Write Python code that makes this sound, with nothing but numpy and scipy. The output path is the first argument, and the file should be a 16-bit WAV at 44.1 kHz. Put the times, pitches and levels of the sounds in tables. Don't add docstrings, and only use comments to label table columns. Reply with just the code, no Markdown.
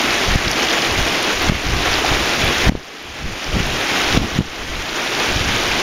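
import sys
import numpy as np
from scipy import signal
from scipy.fft import rfft, irfft, next_fast_len
from scipy.io import wavfile
from scipy.ndimage import uniform_filter1d

SR = 44100
rng = np.random.default_rng(int(sys.argv[2]) if len(sys.argv) > 2 else 0)


def bounce(signal):
    frames = np.transpose(np.atleast_2d(signal))
    limited = np.clip(frames, -1, 1)
    pcm = np.round(limited * 32767).astype(np.int16)
    wavfile.write(sys.argv[1], SR, pcm)


N = 256662


def amp(db):
    return 10 ** (np.asarray(db) / 20)


def evened(x):
    return x / np.sqrt(np.mean(x ** 2) + 1e-20)


def smoothed_twice(x, first, second):
    return uniform_filter1d(uniform_filter1d(x, first, axis=0), second, axis=0)


def read(points, hz):
    point_hz, value = np.transpose(points)
    return np.interp(np.log(hz + 1), np.log(point_hz + 1), value)


def coloured(x, points):
    size = next_fast_len(len(x))
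    gain = amp(read(points, np.fft.rfftfreq(size, 1 / SR)))
    return irfft(rfft(x, size) * gain, size)[:len(x)]


def noise(db, size):
    real, imaginary = rng.standard_normal(db.shape[::-1] + (2,)).T
    spectra = (real + 1j * imaginary) * amp(db)
    return signal.istft(spectra, nperseg=size, noverlap=size * 3 // 4)[1][:N]


def add_swing(mix, s, peak, hz, cycles, rounded, glide):
    offset = np.arange(-3000, 3000)
    at = round(s * SR) + offset
    turns = offset / SR * hz
    phase = 2 * np.pi * turns * (1 + glide * np.tanh(turns / cycles))
    envelope = np.exp(-abs(2 * turns / cycles) ** rounded)
    inside = (at >= 0) & (at < N)
    mix[at[inside]] += (peak * envelope * np.cos(phase))[inside]


# frequency in Hz, relative level in dB per Hz.
WATER_COLOUR = [(30, -19), (110, -19), (200, -5), (340, 1), (520, -3), (750, -2), (950, -4.5), (1500, -3.5),
                (2400, -2.5), (3300, -5), (4200, -11), (6000, -13), (9000, -17.5), (12000, -21),
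                (16000, -28.5)]
# time in seconds, rms level in dB.
WATER_LEVEL = [(0, -18), (1.2, -18.5), (2.4, -18), (3.6, -18.5), (4.8, -18), (5.3, -19), (5.82, -19.5)]


def creek():
    fizz = bubbles(per_s=2500, low_hz=3300, high_hz=15500, cycles=4.0, spread_db=3.5, largest=4.3)
    gurgle = bubbles(per_s=500, low_hz=249.6, high_hz=2500, cycles=6.55, spread_db=4.5, largest=2.1)
    water = wash(patchy_db=0.67, surge_db=0.4) + amp(-4.5) * fizz + amp(-20.5) * gurgle
    level_db = np.interp(np.arange(N) / SR, *np.transpose(WATER_LEVEL))
    return amp(level_db) * evened(coloured(water, WATER_COLOUR)) + splashes()


def wash(patchy_db, surge_db):
    frames = N // 128 + 8
    drifting = uniform_filter1d(rng.standard_normal((frames, 257)), 20, axis=0)
    patches = evened(uniform_filter1d(drifting, 9, axis=1)).T
    slow, quick = rng.standard_normal((2, frames))
    surges = evened(uniform_filter1d(slow, 40)) + 2.2 * evened(uniform_filter1d(quick, 5))
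    return evened(noise(patchy_db * patches + surge_db * surges, size=512))


def bubbles(per_s, low_hz, high_hz, cycles, spread_db, largest, count=20):
    starts = rng.random(N) < per_s / SR
    size = amp(spread_db * np.minimum(rng.exponential(1, N), largest)) * starts
    kind = rng.integers(0, count, N)
    out = np.zeros(N)
    for k, hz in enumerate(np.linspace(low_hz, high_hz, count)):
        turns = np.arange(1 / SR, 3 * cycles / hz, 1 / SR) * hz
        envelope = turns * np.exp(-3 * turns / cycles)
        ring = envelope * np.sin(2 * np.pi * turns * (1 + 0.164 * turns / cycles))
        out += signal.oaconvolve(size * (kind == k), ring / np.linalg.norm(ring))[:N]
    return evened(out)


# centre in seconds, peak level in dB, pitch at the centre in Hz, envelope width in cycles.
SPLASH_EVENTS = [(.016, -13, 11000, 8), (.107, -10.5, 4150, 5), (.482, -11, 5000, 12), (0.515, -4, 5700, 4),
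                 (.515, -7, 10500, 9.7), (.821, -9, 4500, 5), (0.849, -10, 4030, 5), (.959, -13, 2290, 10),
                 (1.229, -9, 10100, 13), (1.424, -9, 12500, 4), (1.669, -10, 5560, 5), (1.941, -6, 4430, 4),
                 (2.049, -10.5, 776, 7.5), (2.336, -10, 3800, 5), (2.448, -9, 12000, 5),
                 (2.478, -11, 3500, 5), (3.027, -11, 10800, 5), (3.444, -1, 5330, 1.4),
                 (3.667, -9, 10740, 5), (4.893, -8, 4000, 3.3), (5.572, -10.5, 3400, 5.5),
                 (5.718, -11, 2500, 9)]


def splashes():
    out = np.zeros(N)
    for s, db, hz, cycles in SPLASH_EVENTS:
        add_swing(out, s, amp(db), hz, cycles, rounded=1.2, glide=0.15)
    return out


THUMP_SWINGS = 0.58


def wind():
    t = np.arange(N // 256 + 8) * 256 / SR
    gust_db, brightness = gusts(t)
    return rumble(t, gust_db, brightness) + flutter(t, gust_db, brightness) + thumps()


# centre in seconds, peak level in dB before the limiter, swing frequency in Hz.
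THUMP_EVENTS = [(0.288, -11.5, 70), (.360, -1.5, 125), (0.473, -10, 114), (0.993, -12, 90), (1.499, 2, 148),
                (1.521, 0.1, 197), (1.672, -11, 90), (2.119, -9, 98.7), (2.440, -9, 85), (2.678, -10, 110),
                (2.697, 15.5, 196), (2.722, 7, 230), (2.753, 10.5, 300), (3.568, -2, 174),
                (3.605, -3.5, 131), (4.149, -8, 171), (4.177, 3.5, 170), (4.219, -2.5, 200),
                (4.391, 10.5, 183), (4.407, 8, 200), (5.363, -10, 80), (5.412, -12, 70)]
SHUDDER_DB, SHUDDER_S, SHUDDER_LOW, SHUDDER_HIGH = -7, 0.00695, 0.63, 2.85


def thumps():
    out = np.zeros(N)
    for s, db, hz in THUMP_EVENTS:
        sign = rng.choice([-1, 1])
        add_swing(out, s, sign * amp(db), hz, THUMP_SWINGS, rounded=0.98, glide=0)
        for when, part, pitch in rng.uniform(-1, 1, (3, 3)):
            side_s = s + SHUDDER_S * when
            side_peak = part * amp(db + SHUDDER_DB)
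            side_hz = hz * np.interp(pitch, (-1, 1), (SHUDDER_LOW, SHUDDER_HIGH))
            add_swing(out, side_s, side_peak, side_hz, THUMP_SWINGS, rounded=0.83, glide=0)
    return out


# frequency in Hz, relative level in dB per Hz.
RUMBLE_COLOUR = [(8, -1), (25, 15.5), (60, 0), (150, -5.5), (300, -17.5), (600, -29), (1200, -33),
                 (3000, -70)]


def rumble(t, gust_db, brightness):
    hz = np.fft.rfftfreq(1024, 1 / SR)[:, None]
    tilt_octaves = np.log2(np.clip(hz, 20, 400) / 80)
    colour_db = read(RUMBLE_COLOUR, hz) + brightness * tilt_octaves
    colour_db = colour_db - 20 * np.log10(np.linalg.norm(amp(colour_db), axis=0))
    lumps = evened(smoothed_twice(rng.standard_normal(N), 900, 900))
    lumpy = evened(noise(colour_db, size=1024)) * amp(2.0 * np.clip(lumps, -3, 1.2))
    return evened(lumpy) * amp(np.interp(np.arange(N) / SR, t, gust_db))


FLUTTER_PER_S, FLUTTER_DB = 110, 5
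FLUTTER_LOW_HZ, FLUTTER_HIGH_HZ = 90, 264
FLUTTER_OCTAVES_PER_BRIGHTNESS = 0.13
FLUTTER_UNEVEN = 0.6


def flutter(t, gust_db, brightness):
    out = np.zeros(N)
    gap, pitch, size, push = rng.random((1000, 4)).T
    times = np.cumsum((1 + FLUTTER_UNEVEN * (2 * gap - 1)) / FLUTTER_PER_S)
    for s, p, part, sign in zip(times[times < N / SR], pitch, size, np.sign(push - 0.5)):
        pitch_ratio = 2 ** (FLUTTER_OCTAVES_PER_BRIGHTNESS * np.interp(s, t, brightness))
        hz = np.interp(p, (0, 1), (FLUTTER_LOW_HZ, FLUTTER_HIGH_HZ)) * pitch_ratio
        peak = (1 - FLUTTER_UNEVEN * part) * amp(FLUTTER_DB + np.interp(s, t, gust_db))
        add_swing(out, s, sign * peak, hz, THUMP_SWINGS, rounded=1.0, glide=0)
    return out


# time of reaching full level in seconds, hold in seconds,
# rumble level in dB, brightness in dB per octave.
GUST_EVENTS = [(0.088, 0.036, -40, -2), (0.284, 0.1, -23.5, -5.5), (.45, 0.039, -24.5, 2),
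               (0.91, 0.14, -25.5, -6.5), (1.375, 0.11, -33, -10), (1.487, 0.056, -19, -0.5),
               (1.67, 0.1, -16, -6.5), (1.744, 0.069, -30, 1), (1.87, 0.095, -27, -4.5),
               (2.11, .12, -26.5, -6.5), (2.42, 0.055, -23.5, 3.5), (2.59, .04, -32, 0.1),
               (2.67, 0.034, -18, 1.5), (2.699, 0.067, -10.5, -1.5), (3.06, 0.066, -28, -5),
               (3.22, 0.084, -16, -0.5), (3.49, .05, -22, -1), (3.545, 0.038, -13.5, 3),
               (3.644, 0.11, -25.5, 1), (4.076, .05, -26, -14), (4.145, 0.036, -21, -1),
               (4.196, 0.055, -13, 3), (4.353, 0.087, -16, 2), (4.45, .05, -26, -18),
               (4.612, 0.18, -24, -2), (4.889, .04, -32, 4), (5.309, 0.12, -25, 0.5), (5.48, 0.1, -26.5, 2),
               (5.623, .2, -33, 0.5)]
RISE_DB_PER_S, FALL_DB_PER_S = 343, 273
CALM_DB, CALM_BRIGHTNESS, CALM_DRIFT_DB = -37, 6.6, -0.5


def gusts(t):
    start, hold, gust_db, brightness = np.transpose(GUST_EVENTS)[:, :, None]
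    rise_db = RISE_DB_PER_S * np.maximum(start - t, 0)
    fall_db = FALL_DB_PER_S * np.maximum(t - start - hold, 0)
    drift = evened(smoothed_twice(rng.standard_normal(len(t)), 12, 12))
    breeze_db = CALM_DB + CALM_DRIFT_DB * drift
    power = amp(np.vstack([gust_db - rise_db - fall_db, breeze_db])) ** 2
    total = power.sum(0)
    blend = (power * np.vstack([brightness, [CALM_BRIGHTNESS]])).sum(0) / total
    return 10 * np.log10(total), blend


def scene():
    return np.tile(creek() + wind(), (2, 1))


# frequency in Hz, gain in dB.
MIC_RESPONSE = [(6000, 1), (7000, -2), (7500, -11), (7800, -32), (7950, -44), (8100, -14), (8200, -25.5),
                (8450, -11), (9000, -9), (16000, -6)]
CEILING_DB, RECOVER_DB_PER_S = -3, 16.5
EDGE_HZ = 15700


def record(dry):
    heard = coloured(dry[0], MIC_RESPONSE)
    level_db = 20 * np.log10(abs(uniform_filter1d(heard, 5)) + 1e-9)
    recovery_db = np.arange(N) * RECOVER_DB_PER_S / SR
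    held_db = np.maximum.accumulate(level_db + recovery_db) - recovery_db
    over_db = np.maximum(held_db - CEILING_DB, 0)
    ceiling = amp(CEILING_DB)
    limited = np.tile(np.clip(heard / amp(over_db), -ceiling, ceiling), (2, 1))
    low_pass = signal.firwin(1023, EDGE_HZ, window=("kaiser", 9), fs=SR)
    return signal.oaconvolve(limited, low_pass[None], "same")


dry = scene()
out = record(dry)
bounce(out)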